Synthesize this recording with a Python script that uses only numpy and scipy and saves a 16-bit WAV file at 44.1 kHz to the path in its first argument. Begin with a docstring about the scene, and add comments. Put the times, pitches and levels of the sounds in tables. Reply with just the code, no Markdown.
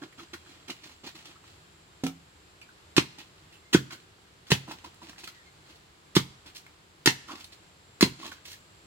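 """Faint scrapes and groans come first, over singing insects: a long bar levers an old wooden post in stony soil.
The bar is set down on a plank, which rings from damped modes, then driven into the wet ground in six blows.
Each blow bites, grinds through grit and stops with a thud: shaped grains of noise plus damped low tones.
Stones tick as resonant noise, wet metal squeaks as gliding notes, and a shed and yard answer in diffuse noise.
Behind it lie distant rumble, leaf hiss and the insects: filtered noise that swells and fades."""
import sys
import numpy as np
from scipy import signal
from scipy.fft import rfft, irfft, next_fast_len
from scipy.io import wavfile
from scipy.ndimage import map_coordinates

SR = 44100
rng = np.random.default_rng(int(sys.argv[2]) if len(sys.argv) > 2 else 0)


def transcribe(u):
    """Save the signal u as a 16-bit wav file named by the first command-line argument.

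    u: samples, shape (n,) or (channels, n), limited to [-1, 1]; the rate is SR.
    q: integer samples, one column per channel.
    """
    v = np.clip(np.atleast_2d(u).T, -1, 1)
    q = np.round(v * 32767).astype(np.int16)
    wavfile.write(sys.argv[1], SR, q)


N = 390726

# Blows of the bar; levels are relative within each layer.
# Columns: contact t/s, full stop t/s, bite level/dB, grind level/dB, crunch level/dB,
# treble lift level/dB, ground thud level/dB, thud f/Hz, post knock level/dB, knock f/Hz
BLOWS = [(2.966, 2.979, -10, -19, -13, -7.5, -17.5, 151, -7, 325),
         (3.728, 3.7462, -34.5, -17, -19, -5.5, -13, 176, -5, 323),
         (4.504, 4.518, -27, -20.5, -14, -5, -11, 152, -18, 403),
         (6.152, 6.165, -22.5, -20.5, -15.5, 0, -10.5, 160, -10.5, 342),
         (7.059, 7.073, -6, -18, -10.5, -4, -20, 147, -11, 306),
         (8.009, 8.026, -10.5, -21, -14.5, -1, -11.5, 200, -7.5, 329)]
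# Prying strokes: t/s, length t/s, relative level/dB, load (0 = drawn loose, 1 = full weight on the post)
PRYING_STROKES = [(0.016, .032, -51, 1), (0.177, 0.042, -51, 0.71), (0.334, 0.012, -40.5, 0.71),
                  (0.44, 0.15, -60.5, 0.6), (0.68, 0.016, -44.5, 0.57), (0.697, .017, -39.5, 0.66),
                  (0.825, 0.077, -52, 0.55), (1.036, 0.022, -47.5, 0.79), (1.06, 0.027, -46, .6),
                  (1.147, 0.068, -53.5, 0.55), (1.247, 0.053, -52, 0.58), (1.43, 0.098, -60.5, 0.49),
                  (3.183, .023, -44, 0.49), (3.908, 0.034, -46, 0.47), (4.467, 0.041, -54.5, 0.35),
                  (4.672, 0.055, -51, 0.85), (4.705, 0.02, -41, .55), (4.842, 0.024, -47.5, 0.66),
                  (5.013, 0.059, -54.5, 0.71), (5.087, 0.02, -51.5, 0.54), (5.18, 0.027, -46.5, 0.38),
                  (5.234, 0.016, -47.5, 0.44), (5.273, 0.015, -42, .25), (5.648, 0.093, -59.5, 0.58),
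                  (6.455, 0.025, -50.5, 0.55), (6.55, 0.028, -52.5, 0), (7.273, 0.041, -49.5, 0.61),
                  (7.306, 0.042, -45.5, 0.76), (7.37, 0.052, -51.5, 0.36), (7.44, 0.0089, -57.5, 0.62),
                  (7.521, 0.017, -49.5, 0.35), (8.189, 0.059, -50, 0.65), (8.223, 0.059, -45.5, .55),
                  (8.317, .015, -44, 0.38), (8.448, 0.066, -50.5, 0.1), (8.501, 0.036, -49, 0)]
# Bar landing on the plank, then slipping: t/s, ring level/dB, hardness/(dB per octave), relative grit level/dB
PLANK_CONTACTS = [(2.036, -24.5, -1, -34.5), (2.0634, -35, 6, -34)]
# Stones that knock, grate and snap: t/s, peak level/dB, f/Hz, rattle t60/s
STONE_TICKS = [(0.021, -40, 1580, 0.02), (0.191, -38, 1310, 0.037), (0.340, -32.5, 1500, .025),
               (0.699, -30, 2670, 0.028), (1.256, -38, 3170, .02), (1.362, -47, 1320, 0.024),
               (2.615, -39.5, 2380, 0.022), (2.689, -47, 1470, 0.052), (3.525, -45.5, 2700, 0.19),
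               (3.749, -15, 1570, 0.016), (3.904, -41.5, 1520, 0.21), (4.518, -13, 2690, 0.044),
               (4.677, -38.5, 974, 0.054), (4.71, -30.5, 940, 0.049), (4.844, -37, 970, .03),
               (5.017, -43, 990, .03), (5.275, -38.5, 1370, 0.029), (6.166, -16, 1252, 0.02),
               (7.285, -35.5, 1125, 0.25), (7.443, -33.5, 3800, 0.018), (8.228, -39.5, 1110, 0.32),
               (8.317, -36.5, 1480, 0.043), (8.453, -38, 2700, 0.027)]
# Squeaks of the wet bar sliding out: t/s, length t/s, start f/Hz, end f/Hz, relative level/dB
SQUEAKS = [(2.619, 0.015, 2440, 2330, -50.5), (3.603, 0.12, 2050, 2130, -63),
           (5.255, .2, 2115, 1770, -60.5), (5.427, .08, 2250, 2075, -60)]

# Damped modes of the loose plank and of the wet ground: f/Hz, relative level/dB, t60/s
PLANK_MODES = [(168.3, -7.5, 0.38), (230, -24, 0.11), (268.3, 3, 0.24), (329, -0.5, 0.044),
               (393, -6, 0.082), (480, -8, 0.081), (751, -9.5, 0.15), (1320, -17, 0.077),
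               (2420, -29, 0.045)]
GROUND_MODES = [(66.4, -8.5, 0.057), (96.8, -9.5, 0.11), (133, -17, 0.34), (176, -18.5, 0.23),
                (256, -25.5, 0.1504)]
# Resonances of the steel bar: f/Hz, width f/Hz, relative level/dB
BAR_MODES = [(906, 20, -8), (1350, 19, -7), (1605, 55, -5), (1852, 90, -2), (2100, 65.3, 2),
             (2505, 130, -9.5), (3144, 42, -6.5), (3350, 190, -3), (4170, 390, 4), (4940, 47.2, -9.5)]

# Tone colours, all f/Hz, relative level/dB: the tip biting, stones crunching, grit shearing
BITE_SPECTRUM = [(30, -38.5), (120, -12), (230, -0.5), (380, 0.5), (580, -27), (1000, -1.5), (2000, -2),
                 (3300, 0), (5000, -3.5), (7000, -8), (10000, -16), (16000, -19.5)]
CRUNCH_SPECTRUM = [(30, -36), (200, -8.5), (400, -4), (600, -8), (950, 4), (1250, -3), (1900, 2.5),
                   (3300, -0.5), (6000, -10.5), (9000, -21), (16000, -41.5)]
GRIT_SPECTRUM = [(100, -30), (600, -8.5), (1500, -1), (2800, 6), (4500, -1.5), (7000, -11), (10000, -24.5),
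                 (16000, -26.5)]
# Same columns: the post groaning, steel rubbing on stone, wet mud crackling
GROAN_SPECTRUM = [(50, -34), (130, -9), (220, -5.5), (340, 3), (430, -18.5), (560, -19), (1500, -44),
                  (16000, -79)]
RUB_SPECTRUM = [(100, -38), (550, -6.5), (780, 2.5), (1050, 1.5), (1450, 1.5), (2000, -19), (4000, -20),
                (16000, -67.5)]
CRACKLE_SPECTRUM = [(500, -47.5), (4000, 10), (7000, 0.5), (10000, -5), (16000, -7.5)]
# Same columns: distant rumble and leaf hiss
AIR_SPECTRUM = [(20, -5), (53, -6.5), (85, 0), (117, -7), (161, -6), (242, -15.5), (335, -8.5),
                (550, -15.5), (1300, -14), (1840, -17), (4370, -19), (5730, -25.5), (7510, -26),
                (16000, -41)]

# Stereo likeness of sound from all around: f/Hz, left-right correlation
STEREO_LIKENESS = [(60, 0.98), (130, 0.91), (290, 0.71), (640, 0.095), (1410, -0.26), (3100, 0.046)]
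# Echo decay of the close shed and of the open yard: f/Hz, t60/s
SHED_DECAY = [(130, 0.44), (500, 0.14), (2500, 0.14), (7000, 0.14), (15000, 0.18)]
YARD_DECAY = [(130, 0.91), (500, 1), (3000, 0.67), (7000, 0.68), (15000, 0.249)]

# Insect song bands: centre f/Hz, width f/Hz, relative level/dB
INSECT_BANDS = [(7440, 290, 1), (10350, 350, -15.5)]
# Course of the insect chorus: t/s, relative level/dB
CHORUS_LEVEL = [(0.0, -73), (0.32, -70), (3.68, -74), (4.0, -72), (4.19, -77.5), (5.21, -72), (5.97, -76),
                (6.41, -71.5), (6.69, -75), (7.08, -76), (7.23, -72), (8.02, -70), (8.17, -67.5),
                (8.86, -71.5)]

# Parts of a prying stroke against its grit: level/dB with no load, level/dB at full load
GROAN_DB, RUB_DB, CRACKLE_DB = (-23.5, 10), (-16.5, 3.5), (-1.5, -17)
STROKE_PEAK, JERK_DB = 0.4, 3  # share of the length spent swelling; depth of the jerks in dB
# Soil running back: level/dB against the stroke, rise t/s, t60/s
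TRICKLE_DB, TRICKLE_RISE_S, TRICKLE_T60 = -16, 0.036, 0.84
# Stone resonance: Q at the reference f/Hz, and how steeply Q falls with pitch
STONE_Q, STONE_HZ, Q_FALL = 14.5, 990, 1.34
# Stray stones, one per stroke: median level/dB, median f/Hz, t60/s, longest wait t/s
STRAY_DB, STRAY_HZ, STRAY_T60, STRAY_WITHIN_S = -50, 2010, 0.017, 0.14
TOP_HZ = 16200  # the microphone's band limit


def amp(db):
    """Decibels to gain."""
    return 10 ** (np.asarray(db) / 20)


def unit(x):
    """Bring x to rms 1."""
    return x / np.sqrt(np.mean(x ** 2) + 1e-20)


def along(points, hz):
    """Read a (f/Hz, value) curve on a log frequency axis."""
    f, v = np.transpose(points)
    return np.interp(np.log(hz + 1), np.log(f + 1), v)


def clock():
    """Time in seconds within one event, half a second long."""
    return np.arange(SR // 2) / SR


def add(track, s, x):
    """Mix x into the track at s seconds, cut at the track's end."""
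    part = track[..., max(round(s * SR), 0):][..., :x.shape[-1]]
    part += x[..., :part.shape[-1]]


def filtered(x, response):
    """Shape x by a response given as a function of frequency."""
    size = next_fast_len(x.shape[-1] + 8192)  # padding gives the filter's tail room
    spectrum = rfft(x, size) * response(np.fft.rfftfreq(size, 1 / SR))
    return irfft(spectrum, size)[..., :x.shape[-1]]


def wobble(rate, size=N):
    """A smooth random curve with rate knots a second."""
    knots = rng.standard_normal(int(size * rate / SR) + 4)
    return map_coordinates(knots, [np.arange(size) * rate / SR])


def burst(t, rise, t60):
    """A quick rise and an exponential fall, silent before t = 0."""
    t = np.maximum(t, 0)
    return (1 - np.exp(-t / rise)) * amp(-60 * t / t60)


def swell(t, peak):
    """A rounded push that tops out at 1 after peak seconds."""
    u = np.maximum(t, 0) / peak
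    return (u * np.exp(1 - u)) ** 2


def ring(t, modes, rise, scatter_db):
    """Damped modes, each struck at a slightly different strength every time."""
    out = np.zeros(len(t))
    for hz, db, t60 in modes:
        strength = amp(db + scatter_db * rng.standard_normal())
        out += strength * burst(t, rise, t60) * np.sin(2 * np.pi * hz * t)
    return out


def grains(envelope, spectrum, rate, spread_db):
    """Tiny fractures of uneven size, rate a second on average; the whole takes the envelope's rms."""
    n = len(envelope)
    happens = rng.random(n) < rate / SR
    snaps = happens * rng.choice([-1, 1], n) * amp(spread_db * rng.standard_normal(n))
    x = filtered(snaps * envelope, lambda hz: amp(along(spectrum, hz)))
    return unit(x) * np.sqrt(np.mean(envelope ** 2))


def diffuse(size):
    """Noise from all around: the channels nearly agree in the bass and are mostly unrelated in the treble."""
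    def mid_side_gains(hz):
        turn = np.arccos(np.clip(along(STEREO_LIKENESS, hz), -1, 1)) / 2
        return np.array([np.cos(turn), np.sin(turn)])

    mid, side = filtered(rng.standard_normal((2, size)), mid_side_gains)
    return np.array([mid + side, mid - side])


def blows():
    """The tip bites, grinds through grit, then stops dead: stones crunch, ground and post thud."""
    out, t = np.zeros(N), clock()
    for (s, stop, bite_db, grind_db, crunch_db, lift_db,
         thud_db, thud_hz, knock_db, knock_hz) in BLOWS:
        late = t - (stop - s)  # time since the full stop
        sinking = np.minimum(t / 0.0039, 1) * amp(-60 * np.maximum(late, 0) / 0.0083)
        bite = amp(bite_db + 2.0) * burst(t, 0.00042, 0.014)
        entry = np.hypot(bite, amp(grind_db - 5.0) * sinking)
        # a hard crack at the stop, then a short collapse of grit
        crack = amp(4.5) * burst(late, 0.00028, 0.017)
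        collapse = np.hypot(crack, amp(-8) * burst(late, 0.0013, 0.047))
        stones = grains(entry, BITE_SPECTRUM, rate=8000, spread_db=4.0)
        stones += grains(amp(crunch_db + 2.5) * collapse, CRUNCH_SPECTRUM, rate=11000, spread_db=9.5)
        treble_lift = [(3000, 0.0028), (12000, lift_db)]
        stones = filtered(stones, lambda hz: amp(along(treble_lift, hz)))
        # wet earth and the post embedded in it swing only a few cycles
        thud = swell(late, 0.0058) * np.sin(2 * np.pi * thud_hz * late)
        thud += ring(late, GROUND_MODES, rise=0.0046, scatter_db=1.0)
        knock = swell(late, 0.0035) * -np.sin(2 * np.pi * knock_hz * late)
        # loosened crumbs patter down afterwards
        patter = grains(amp(-49.0) * burst(late, 0.012, 0.26), GRIT_SPECTRUM, rate=1800, spread_db=11)
        add(out, s, stones + amp(thud_db) * thud + amp(knock_db) * knock + patter)
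    return out


def prying():
    """Under load steel rubs on stone and the post groans; lightly loaded strokes crackle with wet mud."""
    out, t = np.zeros(N), clock()
    for s, length, db, load in PRYING_STROKES:
        u = t / (STROKE_PEAK * length)
        # the stroke swells and fades in small jerks
        stroke = amp(db) * u * np.exp(1 - u) * amp(JERK_DB * wobble(110, size=len(t)))

        def part(span_db):
            unloaded, loaded = span_db
            return stroke * amp(unloaded + load * (loaded - unloaded))

        trickle = amp(db + TRICKLE_DB) * burst(t, TRICKLE_RISE_S, TRICKLE_T60)
        sound = grains(stroke, GRIT_SPECTRUM, rate=1100, spread_db=5.5)
        sound += grains(part(GROAN_DB), GROAN_SPECTRUM, rate=500, spread_db=5.5)
        sound += grains(part(RUB_DB), RUB_SPECTRUM, rate=220, spread_db=1.5)
        sound += grains(part(CRACKLE_DB), CRACKLE_SPECTRUM, rate=500, spread_db=2.0)
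        sound += grains(trickle, GRIT_SPECTRUM, rate=1800, spread_db=10)
        add(out, s - 0.002, sound)
    return out


def bar(x):
    """Whatever the tip touches rings the bar's modes, damped by hands and mud."""
    body = [(500, -0.5), (1200, -5.0), (4000, -2.5), (6000, 1)]  # f/Hz, level/dB

    def response(f):
        modes = sum(amp(db) * 1j * f * w / (c * c - f * f + 1j * f * w) for c, w, db in BAR_MODES)
        return amp(along(body, f)) + 0.36 * modes

    return filtered(x, response)


def plank():
    """The gritty tip drops on a loose plank, then skids with a harder click: damped modes plus grit."""
    out, t = np.zeros(N), clock()
    for s, ring_db, hardness, grit_db in PLANK_CONTACTS:
        # a harder contact tilts the modes towards the treble
        modes = [(hz, db + hardness * np.log2(hz / 256), t60) for hz, db, t60 in PLANK_MODES]
        wood = ring(t, modes, rise=0.001, scatter_db=1)
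        grit = grains(amp(grit_db) * burst(t, 0.00046, 0.074), BITE_SPECTRUM, rate=2200, spread_db=12.0)
        add(out, s, amp(ring_db) * wood + grit)
    return out


def stray_stones():
    """One small stone drops a random wait after the start of each prying stroke."""
    strays = []
    for s, *_ in PRYING_STROKES:
        when = s + STRAY_WITHIN_S * rng.random()
        level_db = STRAY_DB + rng.normal(0, 4.4)
        hz = STRAY_HZ * np.exp(rng.normal(0, 0.335))
        strays.append((when, level_db, hz, STRAY_T60))
    return strays


def crumbs():
    """Stones tick against each other and the bar: a brief noise rattle through one resonance."""
    out, t = np.zeros(N), clock()
    for s, db, hz, t60 in STONE_TICKS + stray_stones():
        # smaller, higher stones ring less sharply
        q = max(STONE_Q * (STONE_HZ / hz) ** Q_FALL, 1)
        rattle = burst(t, 0.00033, t60) * rng.standard_normal(len(t))
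        tick = filtered(rattle, lambda f: 1j * f * hz / q / (hz * hz - f * f + 1j * f * hz / q) * q)\
            if q == 0 else filtered(rattle, lambda f: 1j * f * hz / (hz * hz - f * f + 1j * f * hz / q))
        add(out, s, amp(db) * tick / np.abs(tick).max())
    return out


def squeaks():
    """Wet metal sticks and slips: a thin, broken, gliding note with weak overtones."""
    out, t = np.zeros(N), clock()
    for s, length, start_hz, end_hz, db in SQUEAKS:
        u = np.minimum(t / length, 1)
        glide = start_hz + (end_hz - start_hz) * u
        pitch = glide * (1 + 0.012 * wobble(500, size=len(t)))
        phase = 2 * np.pi * np.cumsum(pitch) / SR
        grip = np.sin(np.pi * u) * amp(db - 2 + 4 * wobble(90, size=len(t)))
        note = np.sin(phase) + 0.35 * np.sin(2 * phase) + 0.15 * np.sin(3 * phase)
        add(out, s, grip * note)
    return out


def early(x, t60):
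    """First reflections from the ground and the post: short noise tails, a fresh one every 0.75 s."""
    out, size = np.zeros((2, N)), SR * 3 // 4
    for start in range(0, N, size):
        tail = diffuse(SR // 8) * burst(np.arange(SR // 8) / SR, 0.0011, t60)
        tail /= np.linalg.norm(tail[0])
        add(out, start / SR, signal.fftconvolve(x[None, start:start + size], tail, axes=1))
    return out


def afterglow(x, decay, delay):
    """Echoes from countless leaves and boards: each band stores its energy and lets it out as noise."""
    hz, t, z = signal.stft(x, SR, nperseg=512)
    keep = amp(-60 * t[1] / along(decay, hz)) ** 2  # energy kept from frame to frame
    energy = np.abs(z) ** 2
    power = np.array([signal.lfilter([1 - k], [1, -k], band) for k, band in zip(keep, energy)])
    noise = signal.stft(diffuse(N), nperseg=512)[2]
    glow = signal.istft(noise / np.std(noise) * np.sqrt(power), nperseg=512)[1]
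    out = np.zeros((2, N))
    add(out, delay, glow)
    return out


def outdoors():
    """Distant rumble and leaf hiss, with a thin insect chorus that swells and fades."""
    air = unit(filtered(diffuse(N), lambda hz: amp(along(AIR_SPECTRUM, hz))))
    air *= amp(-56.5 + 0.21 * wobble(1.3) + 0.592 * wobble(4.89))
    chorus_db = np.interp(np.arange(N) / SR, *np.transpose(CHORUS_LEVEL))
    for centre, width, db in INSECT_BANDS:
        song = unit(filtered(diffuse(N), lambda hz: 1 / (1 + ((hz - centre) / width) ** 4)))
        air += song * amp(chorus_db + db + 0.6 + 1.2 * wobble(3.7) + 1.1 * wobble(13))
    return air


def scene():
    """The work lies a little to the right: it reaches that channel first and louder."""
    work = bar(blows() + prying()) + plank() + crumbs() + squeaks()
    lag = 0.00011  # s between the channels
    direct = filtered(work, lambda hz: np.exp(np.outer([-1, 1], 1j * np.pi * hz * lag)))
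    direct = direct * amp([[-1.2], [1.4]])  # left, right in dB
    # small things nearby scatter the treble and let the bass pass: f/Hz, level/dB
    scatter = [(60, -30.0), (150, -12.5), (350, -12.5), (900, 0.5), (3000, 1.0), (12000, 5.0)]
    scattered = filtered(work, lambda hz: amp(along(scatter, hz)))
    near = amp(-4) * early(scattered, t60=0.032)
    shed = amp(-5.5) * afterglow(scattered, SHED_DECAY, delay=0.011)
    yard = amp(-23.5) * afterglow(scattered, YARD_DECAY, delay=0.05)
    return direct + near + shed + yard + outdoors()


def record(dry):
    """The microphone sheds the deepest bass, rounds the highest peaks and keeps nothing above its band limit."""
    x = signal.sosfilt(signal.butter(2, 60, "highpass", fs=SR, output="sos"), dry)
    x = x / (1 + np.abs(x / 0.95) ** 6) ** (1 / 6)
    return filtered(x, lambda hz: hz < TOP_HZ)


dry = scene()
out = record(dry)
transcribe(out)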